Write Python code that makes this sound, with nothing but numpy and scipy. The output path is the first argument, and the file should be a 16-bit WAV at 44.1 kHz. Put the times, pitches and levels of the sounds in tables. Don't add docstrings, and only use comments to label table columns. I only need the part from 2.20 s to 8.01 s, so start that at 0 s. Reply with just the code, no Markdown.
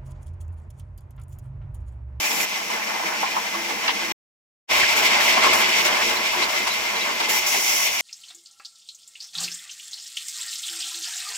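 import sys
import numpy as np
from scipy import signal
from scipy.fft import rfft, irfft, next_fast_len
from scipy.io import wavfile
from scipy.ndimage import uniform_filter1d

SR = 44100
rng = np.random.default_rng(int(sys.argv[2]) if len(sys.argv) > 2 else 0)


def generate_wav(signal):
    frames = np.transpose(np.atleast_2d(signal))
    scaled = np.clip(frames, -1, 1) * 32767
    pcm = np.round(scaled).astype(np.int16)
    wavfile.write(sys.argv[1], SR, pcm)


def nominal_scale(level):
    x = np.asarray(level, float) / 20
    return 10 ** x


N = 256220
TIME = np.arange(N) / SR
SIZE = next_fast_len(N + SR)
HZ = np.arange(SIZE // 2 + 1) * SR / SIZE
STOP_S, RESUME_S, FADE_S = 1.9215, 2.519, 0.048
FIRST = TIME < (STOP_S + RESUME_S) / 2

# pitch_hz, level_db
FRAME_COLOUR = [(120, -46.5), (155, -24), (200, -7), (300, 0), (410, -4.5), (490, 2.5), (540, -3.5),
                (640, -35)]
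TABLE_COLOUR = [(510, -48), (580, -1.5), (700, -2.5), (950, 0), (1150, -2.5), (1250, -5), (1500, -3),
                (1900, -1), (2300, -37)]
BLADE_COLOUR = [(1500, -32.5), (1950, -24), (2050, 0), (2500, -3), (3300, -7.5), (3900, -10.5),
                (5100, -10.5), (6500, -17), (7900, -18), (8500, -28), (15700, -43)]
HISS_COLOUR = [(3500, -17), (6000, -8), (6600, -3.5), (7100, 1.5), (8000, -6.5), (8300, -12.5),
               (9800, -14.5), (10100, -5), (11500, -6.5), (12700, -6.5), (13100, -2.5), (15000, -10),
               (15400, -8), (16000, -8)]
SINGING_COLOUR = [(4300, -25), (4800, -5.5), (5150, -14), (5450, 2.5), (5900, -2), (6500, -5),
                  (7500, -15.5)]
RUMBLE_COLOUR = [(20, -3.5), (40, 1), (65, 0.5), (81, 4.5), (100, -5.5), (118, -23), (170, -22)]
# pitch_hz, width_hz, level_db
FRAME_TONES = [
    [(204, 30, 4), (338, 18, 4), (451, 18, 3)],
    [(213, 50, 1), (366, 26, 8), (451, 14, 8)],
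]
TABLE_TONES = [
    [(665, 30, -1), (795, 22, 2), (864, 26, 5), (1020, 26, 2), (1110, 26, 3), (1314, 20, -3)],
    [(597, 20, 1), (646, 26, 0), (860, 36, 1), (967, 24, 3), (1012, 22, 5), (1097, 24, 4), (1362, 30, -4)],
]
BLADE_TONES = [
    [(2046, 36, 6), (2310, 40, 1), (2425, 36, 1), (2670, 40, -2), (3036, 40, -4), (5620, 250, -11)],
    [(2049, 36, 5), (2088, 30, 4), (2150, 34, 3), (2345, 40, 0), (2605, 40, -2), (2931, 36, -2),
     (3232, 30, -2), (3575, 50, -7), (4860, 32, -9), (5507, 120, -9)],
]
# pitch_hz, shared_part (0-1), left_lead_rad
LIKENESS = [(61, 0.97, 0.16), (129.4, 0.9, -1.1), (291, 1, -0.97), (639, 0.33, -0.48), (1383, 0.16, 1.6),
            (2980, 0.5, 1.47), (16000, 0, 1.3)]
# turns_per_s, start_angle_turns, once_a_turn_db, twice_a_turn_db
WHEEL = [
    (6.2, 0.65, 1, 0.7),
    (6.25, 0.63, 0.9, 0.6),
]
# time_s, loudness_db, weight_db
RUNNING = [
    [(0, -31.5, 0.5), (.45, -32, -0.5), (.9, -33.5, 4), (1.3, -32, 1), (1.92, -32, 3.5)],
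    [(2.52, -22.5, -1), (2.85, -22.5, -1), (3.25, -22.5, 1.5), (3.55, -24.5, 1), (3.9, -25.5, 1.5),
     (4.05, -28, 1), (4.5, -27, -2.5), (4.7, -27.5, -2), (4.92, -30, 1.5), (5.1, -29, -0.5),
     (5.2, -28, -4.5), (5.45, -29, -3.5), (5.81, -25.5, -7.5)],
]
# start_s, length_s, start_level_db, end_level_db
BITES = [(-.05, 0.301, 10, 14), (.355, 0.029, 0, 2), (2.45, 0.16, 1, 7.5), (2.68, 0.058, 2, 6.5),
         (2.76, 0.052, 9, 8.5), (2.82, .055, 6.5, 7.5), (3.0, 0.14, 7, 5), (3.19, 0.09, -2, 3.5),
         (3.33, .1, 10.5, 6.5), (3.48, 0.16, 3, 5), (3.645, 0.047, 11.5, 3.5), (3.8, 0.17, 2.5, 3.5),
         (4.02, .06, -1.5, 6.5), (4.12, 0.12, 4, 0), (4.29, 0.1, 4.5, 2.5), (4.52, 0.026, 2, 8),
         (5.088, .11, 15, 11), (5.198, .065, 7, 0), (5.263, .127, 13, 11), (5.39, .29, 12, 10.5),
         (5.68, .2, 4.5, 3)]
# start_s, length_s, start_level_db, end_level_db
HEAVES = [(.1, 0.12, 2, 4.5), (.4, .06, 3, -1.5), (1.15, 0.094, -5, 5.5), (1.24, 0.066, -3, -1.5),
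          (2.66, .08, 1.5, -7), (2.86, .1, 1, 0.5), (3.22, .1, 2, 8.5), (3.62, 0.11, 1, 5),
          (4.06, 0.088, -1, -6), (4.14, .12, 4.5, 3.5), (4.4, .04, 5, 6), (4.98, 0.05, -10, 8),
          (5.08, .04, 4, 6), (5.33, 0.081, 9, 9)]
# start_s, length_s, start_level_db, end_level_db
DEEP_CUTS = [(.19, .06, -4, 0.5), (.9, .03, 4.5, 3), (3.0, .125, 1.5, 6), (3.33, .03, 5, 9),
             (3.55, .12, 6, 4), (3.72, .2, 2.5, 6), (5.1, .1, 3, 3), (5.265, .195, 4, 4),
             (5.46, .13, 7.5, 7), (5.59, .1, 6.5, 4), (5.69, .2, 2.5, 1.5)]
# start_s, peak_db, pitch_hz, crack_db
GUARD_KNOCKS = [(.03, -11.5, 2360, -20), (.065, -13, 2450, -16), (0.199, -11, 2320, -3),
                (.62, -13, 2100, -20), (2.603, -10, 2200, -12), (2.63, -10, 1650, -20),
                (0.359, -28, 2080, -12), (0.857, -13, 2140, -8), (1.493, -18.5, 2140, 1),
                (1.69, -10, 2900, -25.5), (2.769, -11, 2240, -12), (2.948, -12, 2290, -17),
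                (2.999, -10, 1780, -11), (3.079, -5.5, 2080, -12), (3.659, -15.5, 2200, 8),
                (4.319, -28, 2030, -13), (4.999, -14, 2100, 1), (5.089, -16, 2190, 1),
                (5.116, -19, 2080, -5), (5.339, -18, 2050, -6)]
TABLE_KNOCKS = [(0.498, -15, 880, -4.5), (0.739, -15.5, 880, -20.5), (0.799, -15, 840, -10),
                (0.885, -18, 850, -15), (1.027, -7.5, 970, -22), (.115, -18, 850, -22),
                (1.163, -9.5, 950, -27), (1.339, -16.5, 1100, -7), (1.493, -17, 890, -19),
                (1.68, -12, 1010, -26), (1.809, -22, 864, -4), (3.03, -14, 950, -19),
                (3.169, -6, 1010, -19), (3.234, -6.5, 1080, -3), (3.262, -5, 1000, -25),
                (3.329, -9, 1030, -7.5), (3.589, -15, 1030, -14), (4.129, -12.5, 955, -14),
                (4.219, -12.5, 1000, -1), (4.33, -15.5, 1000, -15), (4.469, -14.5, 975, 3),
                (5.0, -11, 930, -12), (5.339, -16.5, 790, -19), (5.65, -23, 640, -25),
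                (4.89, -16, 980, -22), (4.15, -19, 990, -22)]
# pitch_hz, width_hz, level_db
PLANK_TONES = [
    (338, 16, 0),
    (215, 30, -3),
]
# start_s, level_db
PLANK_DROPS = [
    (1.35, -30),
    (5.0, -36),
]
# start_s, peak_db
SLAPS = [
    (1.678, -10),
    (1.69, -15),
    (1.703, -17),
    (4.222, -19),
    (5.003, -21),
]
# start_s, length_s, start_pitch_hz, end_pitch_hz, level_db
WHISTLES = [
    (2.622, .025, 2150, 1550, -18),
    (3.96, .025, 3950, 4200, -27),
    (4.218, .028, 3850, 4080, -24),
    (4.236, .014, 4300, 4750, -27),
    (4.503, .036, 3900, 4100, -28),
    (4.76, .02, 3900, 4000, -31),
    (4.806, .026, 3900, 3850, -28),
]


def add(out, start_s, sound):
    start = int(start_s * SR)
    out[:, start:start + sound.shape[-1]] += sound[..., :N - start]


def on_log_axis(points, column=1):
    columns = np.transpose(points)
    return np.interp(np.log(HZ + 1), np.log(columns[0]), columns[column])


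def ring(tones):
    return sum(nominal_scale(db) / (1 + 1.3j * (HZ - hz) / width_hz) ** 2 for hz, width_hz, db in tones)


def through(x, response, lo_hz, hi_hz):
    inside = (HZ > lo_hz) & (HZ < hi_hz)
    power = np.sum(np.abs(response[inside]) ** 2) / len(HZ)
    return irfft(rfft(x, SIZE) * response / np.sqrt(power), SIZE)[..., :N]


def walk(rate):
    hold = int(SR / rate)
    steps = np.repeat(rng.standard_normal(N // hold + 1), hold)
    return 1.3 * uniform_filter1d(uniform_filter1d(steps, hold), hold)[:N]


def contacts(spread_db):
    sizes = nominal_scale(spread_db * rng.exponential(size=N).clip(0, 5))
    left, other = rfft(rng.standard_normal((2, N)) * sizes, SIZE)
    like = np.clip(on_log_axis(LIKENESS), 0, 1)
    lead_rad = on_log_axis(LIKENESS, column=2)
    right = like * np.exp(-1j * lead_rad) * left + np.sqrt(1 - like ** 2) * other
    pair = irfft(np.array([left, right]), SIZE)[:, :N]
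    return pair / np.sqrt(np.mean(pair ** 2))


def part(drive_db, colour, tones, lo_hz, hi_hz, spread_db, flicker_db, flicker_rate):
    force = contacts(spread_db) * nominal_scale(drive_db + flicker_db * walk(flicker_rate))
    low_cut = np.minimum(HZ / colour[0][0], 1) ** 4
    broad = nominal_scale(on_log_axis(colour)) * low_cut
    if not tones:
        return through(force, broad, lo_hz, hi_hz)
    first, second = (through(force, np.hypot(broad, np.abs(ring(t))), lo_hz, hi_hz) for t in tones)
    return np.where(FIRST, first, second)


def played(tables):
    first, second = ([np.interp(TIME, rows[0], levels) for levels in rows[1:]] for rows in map(np.transpose, tables))
    return np.where(FIRST, first, second)


def presses(rows, edge_s):
    total = np.zeros(N)
    for start_s, length_s, start_db, end_db in rows:
        during = (TIME >= start_s) & (TIME < start_s + length_s)
        slide = start_db + (end_db - start_db) * (TIME - start_s) / length_s
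        total += np.where(during, slide, 0)
    return uniform_filter1d(total, max(int(edge_s * SR), 1))


def throb(place):
    turns_per_s, start, once_db, twice_db = WHEEL[place]
    angle = 2 * np.pi * (turns_per_s * TIME + start)
    return once_db * np.cos(angle) + twice_db * np.cos(2 * angle)


def wheel():
    return np.where(FIRST, throb(place=0), throb(place=1))


def seam(place, tick_db):
    turns_per_s, start = WHEEL[place][:2]
    angle = 2 * np.pi * (turns_per_s * TIME + start)
    return tick_db * np.exp(5.1 * (np.cos(angle) - 1))


def heave():
    return presses(HEAVES, edge_s=.03)


def drive(base_db, loud, weight, bite):
    loud_db, weight_db = played(RUNNING)
    ticks_db = np.where(FIRST, seam(place=0, tick_db=1.5), seam(place=1, tick_db=-0.1))
    bite_db = presses(BITES, edge_s=0.011) + ticks_db
    return base_db + loud * (loud_db + 30) + weight * weight_db + bite * bite_db


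def iron_frame():
    push_db = drive(-42, loud=0.77, weight=1.28, bite=0.05) + heave() + .3 * wheel()
    return part(push_db, FRAME_COLOUR, FRAME_TONES, 150, 520, spread_db=2.0, flicker_db=1.5, flicker_rate=27)


def saw_table():
    push_db = drive(-32.5, loud=0.8535, weight=.9, bite=0.1257) + 0.22 * heave() + .4 * wheel()
    return part(push_db, TABLE_COLOUR, TABLE_TONES, 520, 1500, spread_db=3.0, flicker_db=1.5, flicker_rate=30)


def steel_blade():
    push_db = drive(-27.5, loud=0.93, weight=0.26, bite=0.2186) + 0.5 * wheel()
    return part(push_db, BLADE_COLOUR, BLADE_TONES, 1900, 4200, spread_db=2.5, flicker_db=1.26, flicker_rate=45)


def teeth_hiss():
    push_db = drive(-45, loud=0.53, weight=-0.2, bite=1.02) + .3 * wheel()
    return part(push_db, HISS_COLOUR, [], 9000, 15500, spread_db=3.0, flicker_db=0.5, flicker_rate=40)


def blade_singing():
    push_db = drive(-39, loud=0.1, weight=-0.3, bite=0.44) + presses(DEEP_CUTS, edge_s=.03) + 0.27 * wheel()
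    return part(push_db, SINGING_COLOUR, [], 5200, 6300, spread_db=3.5, flicker_db=1.1, flicker_rate=50)


def ground_rumble():
    push_db = drive(-63.5, loud=1.3, weight=0.15, bite=-0.03)
    return part(push_db, RUMBLE_COLOUR, [], 15, 120, spread_db=-4.0, flicker_db=2.2, flicker_rate=9)


def saw():
    return iron_frame() + saw_table() + steel_blade() + teeth_hiss() + blade_singing() + ground_rumble()


def blow(age, t60_s, rise_s, shape):
    return (1 - np.exp(-age / rise_s)) * np.exp(-np.log(1000) * (age / t60_s) ** shape)


def resonate(x, hz, width_hz):
    band = signal.iirpeak(hz, hz / width_hz / 1.5, SR)
    twice = signal.lfilter(*band, signal.lfilter(*band, x))
    return twice * np.sqrt(SR / width_hz / np.pi)


def knocks(rows, width_hz, t60_s):
    out, age = np.zeros((2, N)), np.arange(SR // 4) / SR
    for start_s, peak_db, hz, crack_db in rows:
        body, crack = rng.standard_normal((2, 2, len(age))) * blow(age, t60_s, rise_s=0.004, shape=1.49)
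        sound = resonate(body, hz, width_hz) + nominal_scale(crack_db) * resonate(crack, 2600, 3600)
        add(out, start_s - .002, nominal_scale(peak_db - 8) * sound)
    return out


def guard_knocks():
    return knocks(GUARD_KNOCKS, width_hz=270, t60_s=0.065)


def table_knocks():
    return knocks(TABLE_KNOCKS, width_hz=270, t60_s=0.094)


def plank_drops():
    out, age = np.zeros((2, N)), np.arange(SR // 4) / SR
    for start_s, level_db in PLANK_DROPS:
        for hz, width_hz, tone_db in PLANK_TONES:
            envelope = blow(age, 4.4 / width_hz, rise_s=.014, shape=1.3)
            add(out, start_s, nominal_scale(level_db + tone_db) * envelope * np.sin(2 * np.pi * hz * age))
    return out


def slaps():
    out, age = np.zeros((2, N)), np.arange(SR // 4) / SR
    soften = signal.butter(4, 5200, fs=SR, output="sos")
    for start_s, peak_db in SLAPS:
        burst = rng.standard_normal((2, len(age))) * blow(age, t60_s=.06, rise_s=.0015, shape=1.1)
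        wood = resonate(burst, hz=2500, width_hz=2400)
        add(out, start_s, nominal_scale(peak_db) * signal.sosfilt(soften, wood))
    return out


def whistles():
    out = np.zeros((2, N))
    for start_s, length_s, start_hz, end_hz, level_db in WHISTLES:
        share = np.linspace(0, 1, int(length_s * SR))
        glide_hz = start_hz + (end_hz - start_hz) * share
        tone = np.exp(2j * np.pi * np.cumsum(glide_hz) / SR)
        chance = uniform_filter1d(rng.standard_normal((2, 2, 4000)), size=60)[..., :len(share)] * np.sqrt(60)
        flutter = .8 + .6 * (chance[0] + 1j * chance[1])
        swell = np.sqrt(np.sin(np.pi * share).clip(0))
        add(out, start_s, nominal_scale(level_db) * swell * (tone * flutter).imag)
    return out


def scene():
    balance = nominal_scale(np.array([[.2], [-.2]]))
    return (saw() + guard_knocks() + table_knocks() + plank_drops() + slaps() + whistles()) * balance


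def roll_off(x):
    return signal.sosfilt(signal.butter(12, 15760, fs=SR, output="sos"), x)


def record(dry):
    fade = np.sin(np.pi / 2 * np.clip(1 + (TIME - RESUME_S) / FADE_S, 0, 1)) ** 4
    gated = dry * np.where(TIME < STOP_S, 1, fade)
    top_cut = signal.ellip(10, .2, 70, 15780, fs=SR, output="sos")
    mix = signal.sosfilt(top_cut, gated)
    return roll_off(mix)


dry = scene()
out = record(dry)
generate_wav(out)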